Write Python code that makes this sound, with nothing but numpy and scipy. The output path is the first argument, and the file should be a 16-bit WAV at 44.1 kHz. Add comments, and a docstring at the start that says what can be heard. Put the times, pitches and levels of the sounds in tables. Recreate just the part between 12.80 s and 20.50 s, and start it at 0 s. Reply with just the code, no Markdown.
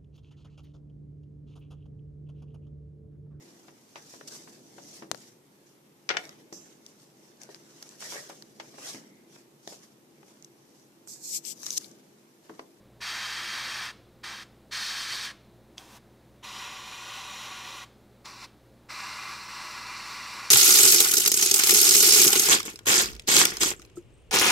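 """Small workshop: an airbrush, heard close, sprays masked paper in four held strokes and three quick puffs.
The jet hisses on the paper, whose folds and nearby surfaces colour it anew each time the piece is turned.
One puff misses the paper; it and the last puff spit drops of paint.
The room rings briefly, over mains hum and a soft rush of air."""
import sys
import numpy as np
from scipy import signal
from scipy.fft import rfft, irfft, next_fast_len
from scipy.io import wavfile
from scipy.ndimage import map_coordinates

SR = 44100
rng = np.random.default_rng(int(sys.argv[2]) if len(sys.argv) > 2 else 0)


def store_pcm(level_fs):
    """Save levels as 16-bit WAV."""
    pcm = np.round(np.clip(level_fs, -1, 1) * 32767).astype(np.int16)
    wavfile.write(sys.argv[1], SR, np.atleast_2d(pcm).T)


N = 339570
TIME_S = np.arange(N) / SR


def gain_of(db):
    """Decibels to amplitude."""
    return 10 ** (np.asarray(db) / 20)


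def unit_rms(x):
    """Scale to rms 1."""
    return x / np.sqrt(np.mean(x ** 2) + 1e-20)


def log_interp(points, hz):
    """Interpolate (freq_hz, value) points on a log-frequency axis."""
    freq_hz, value = np.transpose(sorted(points))
    return np.interp(np.log(hz + 1), np.log(freq_hz + 1), value)


def noise(spectrum, peaks=(), size=N):
    """Noise of rms 1: broad spectrum plus bell-shaped peaks and notches."""
    length = next_fast_len(size)
    hz = np.fft.rfftfreq(length, 1 / SR)
    db = log_interp(spectrum, hz)
    for centre_hz, width_hz, height_db in peaks:
        db = db + height_db * np.exp(-2 * ((hz - centre_hz) / width_hz) ** 2)
    white = rfft(rng.standard_normal(length))
    return unit_rms(irfft(white * gain_of(db), length)[:size])


def waver(rate_hz, size=2048):
    """Slow random motion of rms 1, rolled off above rate_hz."""
    hz = np.fft.rfftfreq(size, N / SR / size)
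    white = rfft(rng.standard_normal(size))
    motion = unit_rms(irfft(white / (1 + (hz / rate_hz) ** 4)))
    return np.interp(TIME_S, np.linspace(0, N / SR, size), motion)


def workshop(rush_db=-58, wobble_rad=0.11):
    """Soft rush of air and slightly wavering mains hum."""
    # freq_hz, level_db
    rush_spectrum = [(15, -18), (35, -20), (70, -6), (160, -4.5), (230, 0.5), (350, -6), (520, -7.5),
                     (800, -12), (1200, -17), (2000, -21), (3000, -25.5), (4200, -27), (6000, -30),
                     (15000, -34)]
    # centre_hz, width_hz, height_db
    rush_peaks = [(115.5, 3.4, 5.5), (237, 34, 2), (263, 50, -3.5), (296, 16, 6.5), (348, 23, 7.5),
                  (409, 19, 4.5), (522, 24, -2.5), (529.3, 23, 8.5), (3900, 850, 3)]
    # pitch_hz, rms_db
    hum_tones = [(59.9, -67.5), (119.8, -64), (204, -70)]
    rush = gain_of(rush_db) * noise(rush_spectrum, rush_peaks)
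    hum = np.zeros(N)
    for pitch_hz, rms_db in hum_tones:
        phase = 2 * np.pi * (pitch_hz * TIME_S + rng.random()) + wobble_rad * waver(rate_hz=4.5)
        hum += gain_of(rms_db) * np.sqrt(2) * np.sin(phase)
    return rush + hum


def room(x, first_s=0.00594, early_db=6, early_s=.02):
    """Dense reflections, strongest at first from bench and near wall; decay varies by band."""
    # freq_hz, t60_s
    decay_times = [(200, .45), (1000, 0.35), (4000, 0.55), (8000, 0.3), (15000, 0.092)]
    t = TIME_S[:SR]
    taps = rng.standard_normal(SR) * (t > first_s) * gain_of(early_db * np.exp(-t / early_s))
    hz, frame_s, bands = signal.stft(taps, SR, nperseg=256)
    decay_db = -60 * frame_s / log_interp(decay_times, hz)[:, None]
    tail = signal.istft(bands * gain_of(decay_db), SR)[1]
    return signal.fftconvolve(x, tail / np.linalg.norm(tail))[:N]


def near_reflections(x, count=12, gain=0.28, above_hz=6500, drift_s=18e-6, first_s=.0012, last_s=.007):
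    """Add treble echoes off small things near the nozzle; hand sway slides their ripples."""
    hz = np.fft.rfftfreq(N, 1 / SR)
    treble_spectrum = rfft(x) * hz ** 2 / (hz ** 2 + above_hz ** 2)
    treble = 2 * irfft(treble_spectrum, 2 * N)  # 2x oversampled for smooth delays
    fine_s = np.arange(2 * N) / (2 * SR)
    out = x.copy()
    for delay_s in np.geomspace(first_s, last_s, count) * rng.uniform(.9, 1.1, count):
        path_s = delay_s + drift_s * waver(rate_hz=0.74)
        out += gain * rng.choice([-1, 1]) * np.interp(TIME_S - path_s, fine_s, treble)
    return out


def spits(rise_s=.0007):
    """Paint drops break off the needle, each a tiny sharp puff."""
    # start_s, level_db, decay_s
    drops = [(2.9803, -31.5, 0.0023), (2.986, -48, .005), (5.457, -36, .0025), (5.6275, -51, .002),
             (5.6445, -53, .003)]
    # freq_hz, level_db
    drop_spectrum = [(600, -21), (1500, -19), (2200, -1), (2750, 0), (3470, 9), (4200, -18), (5000, 6),
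                     (5700, -6), (6300, 2), (8500, -16), (11000, -30), (15000, -40)]
    envelope = np.zeros(N)
    for start_s, level_db, decay_s in drops:
        age_s = TIME_S - start_s
        envelope += gain_of(level_db) * np.clip(age_s / rise_s, 0, 1) * np.exp(-abs(age_s) / decay_s)
    return envelope * noise(drop_spectrum)


def trigger(open_s, shut_s, rise_s, fall_s=0.017):
    """Valve opens, holds, closes. Returns sample mask, times and opening 0-1."""
    on = (TIME_S > open_s) & (TIME_S < shut_s + fall_s)
    t = TIME_S[on]
    valve = np.clip((t - open_s) / rise_s, 0, 1) * np.clip(1 - (t - shut_s) / fall_s, 0, 1)
    return on, t, valve


def jet(t, valve, level_db, treble_db, body_db, aim):
    """One burst of turbulent air, coloured by its aim. Returns hiss and envelope."""
    # Aims: flat on the paper, past it, along its edge, on the lowered sheet.
    # hiss spectra: freq_hz, level_db
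    hiss_flat = [(200, -53), (450, -20), (700, -9), (1000, -2), (1700, 2.4), (3000, -7.5), (4500, -1),
                 (6000, -11), (7500, -21), (10000, -26.5), (15500, -36.5)]
    hiss_past = [(350, -40), (600, -10), (756, -2.5), (866, -9), (940, 3), (1380, -11), (1490, -6.5),
                 (2190, -13), (2470, -12), (3920, -10), (4370, -11), (6580, -12), (15500, -22.5)]
    hiss_edge = [(200, -31), (450, -13), (700, -16.5), (1000, 5), (1700, -8.5), (3000, 0), (4500, -18),
                 (6000, -2.5), (7500, -15), (10000, -19), (15500, -30)]
    hiss_low = [(200, -42), (450, -29), (700, -16), (1000, 5), (1700, -9), (3000, 0), (4500, -9.5),
                (6000, -10.5), (7500, -17), (10000, -34.5), (15500, -32.5)]
    # reflections between nozzle, paper and bench: centre_hz, width_hz, height_db
    peaks_flat = [(1424, 110, -3.5), (1940, 100, -4.5), (2125, 97, -6), (2160, 1350, 9), (3146, 87, 10.5),
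                  (3360, 79, 4), (4130, 99, -18), (4910, 530, -4), (7220, 180, 1), (8350, 1070, 5),
                  (9800, 380, 1.5), (11200, 370, 6), (11940, 390, 3.5), (12860, 980, 3), (15240, 240, 9)]
    peaks_past = [(780, 99, 4.4), (2550, 250, 3), (3550, 200, 3), (5150, 250, 4), (5800, 300, 4)]
    peaks_edge = [(595, 60, 9), (757, 49, 13.5), (1147, 49, 4), (1280, 43, -14), (1443, 54, 6.5),
                  (1970, 200, 6.5), (2340, 50, -15), (2440, 95, 8), (4086, 760, 12), (4980, 42, 9.5),
                  (6390, 520, -9), (7000, 230, 4), (7700, 150, -7), (9130, 760, -6.5), (11000, 370, -3.2)]
    peaks_low = [(610, 60, 12), (771, 31, 9.5), (1130, 41, 6.5), (1425, 190, 4.5), (1660, 52, 9.5),
                 (2013, 255, 7.5), (2378, 51, 8.5), (3228, 453, -18.5), (3280, 46, 9), (3775, 54, -19.5),
                 (4340, 104, 5), (6500, 130, 0), (6570, 730, -8.5), (7800, 110, -1), (10530, 1500, 9)]
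    spectrum, peaks, trim_db, treble_trim_db = {
        "flat": (hiss_flat, peaks_flat, -0.68, 0.087),
        "past": (hiss_past, peaks_past, -.2, .1),
        "edge": (hiss_edge, peaks_edge, -0.57, .1),
        "low": (hiss_low, peaks_low, -0.5, 0.08),
    }[aim]
    body_hz, body_width_hz, split_hz = 850, 600, 3500
    tremor_hz, tremor_db, treble_tremor_db = 7.3, .5, 0.34  # unsteady hand
    flutter_hz, flutter_db = 28, 0.18  # uneven paint flow

    air = noise(spectrum, list(peaks) + [(body_hz, body_width_hz, body_db)], size=2 * SR)
    speed = 1 + .008 * waver(rate_hz=.9)[:len(t)]  # hand sway slides the peaks and notches
    air = map_coordinates(air, [np.cumsum(speed)], order=5)
    highpass = signal.butter(5, split_hz, "high", fs=SR, output="sos")
    treble = signal.sosfiltfilt(highpass, air)
    share_db = treble_db + treble_trim_db + treble_tremor_db * waver(tremor_hz)[:len(t)]
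    share = np.clip(gain_of(share_db), 0, 1) * valve ** 0.062  # half-open valve is duller
    hiss = np.sqrt(1 - share ** 2) * unit_rms(air - treble) + share * unit_rms(treble)
    unsteady_db = tremor_db * waver(tremor_hz) + flutter_db * waver(flutter_hz)
    envelope = valve * gain_of(level_db + trim_db + unsteady_db[:len(t)])
    return np.array([hiss * envelope, envelope])


def airbrush(ease_s=0.055, dulling_db_per_db=0.35):
    """Held strokes ease off as the finger relaxes; puffs fade or sag. Returns hiss and envelope."""
    # open_s, shut_s, ease_db, treble_db, body_db, aim
    strokes = [(0.203, 1.106, 6, -4, 3, "flat"), (1.909, 2.51, 9, -2, 0, "flat"),
               (3.625, 5.037, 1.5, -5.5, 0, "edge"), (6.085, 7.99, 0, -5.5, -1.2, "low")]
    # hand-guided jet force, one curve per stroke: time_s, level_db
    force_curves = [
        [(0.22, -36), (0.268, -35), (0.874, -35.5), (1.05, -34.5)],
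        [(1.93, -34), (1.974, -33.5), (2.158, -35), (2.186, -33.5), (2.262, -35.5), (2.34, -34), (2.378, -37),
         (2.46, -34.5)],
        [(3.65, -41.5), (3.818, -40.5), (4.04, -43.5), (4.338, -40.5), (4.57, -41.5), (4.6, -40.5), (5.0, -42)],
        [(6.11, -39), (6.496, -39), (6.682, -43.5), (6.69, -39.5), (6.984, -39), (7.06, -41.5), (7.068, -39.5),
         (7.596, -38.5), (7.69, -40.5)],
    ]
    # open_s, shut_s, start_db, fade_db_per_s, sag_db, treble_db, body_db, aim
    puffs = [(1.431, 1.628, -38, 27, 0, -4, 5.5, "flat"), (2.969, 3.172, -50.5, 2, 5, -5, -1.5, "past"),
             (5.444, 5.647, -42.5, -3, 5.5, -4, 1.5, "low")]
    spray = np.zeros((2, N))
    for (open_s, shut_s, ease_db, treble_db, body_db, aim), force in zip(strokes, force_curves):
        on, t, valve = trigger(open_s, shut_s, rise_s=0.019)
        eased_db = ease_db * np.clip(1 - (shut_s - t) / ease_s, 0, 1)
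        level_db = np.interp(t, *np.transpose(force)) - eased_db
        spray[:, on] += jet(t, valve, level_db, treble_db - dulling_db_per_db * eased_db, body_db, aim)
    for open_s, shut_s, start_db, fade_db_per_s, sag_db, treble_db, body_db, aim in puffs:
        on, t, valve = trigger(open_s, shut_s, rise_s=0.011)
        arch = np.sin(np.pi * np.clip((t - open_s) / (shut_s - open_s), 0, 1))
        level_db = start_db - fade_db_per_s * (t - open_s) - sag_db * arch
        spray[:, on] += jet(t, valve, level_db, treble_db, body_db, aim)
    return spray


def scene(reverb_db=-15.0):
    """Spray, reverb and background, alike in both channels."""
    # jet as radiated to all sides: freq_hz, level_db
    radiated_spectrum = [(300, -14.5), (700, -11.5), (1100, 1.5), (2000, -5), (4200, -9), (6000, -12),
                         (9000, -16.5), (15000, -19)]
    hiss, envelope = airbrush()
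    drops = spits()
    reverb = gain_of(reverb_db) * room(envelope * noise(radiated_spectrum) + drops)
    mono = near_reflections(hiss) + drops + reverb + workshop()
    return np.array([mono, mono])


def record(dry, self_noise_db=-72, cutoff_hz=15700):
    """Faint microphone self-noise per channel, then a low-pass."""
    # freq_hz, level_db
    self_noise_spectrum = [(20, 50), (70, 11), (200, 18), (400, 27), (1000, 3.5), (15000, 14.5)]
    hiss = gain_of(self_noise_db) * np.array([noise(self_noise_spectrum) for channel in dry])
    lowpass = signal.firwin(1023, cutoff_hz, window=("kaiser", 9), fs=SR)
    return signal.oaconvolve(dry + hiss, lowpass[None], "same")


dry = scene()
out = record(dry)
store_pcm(out)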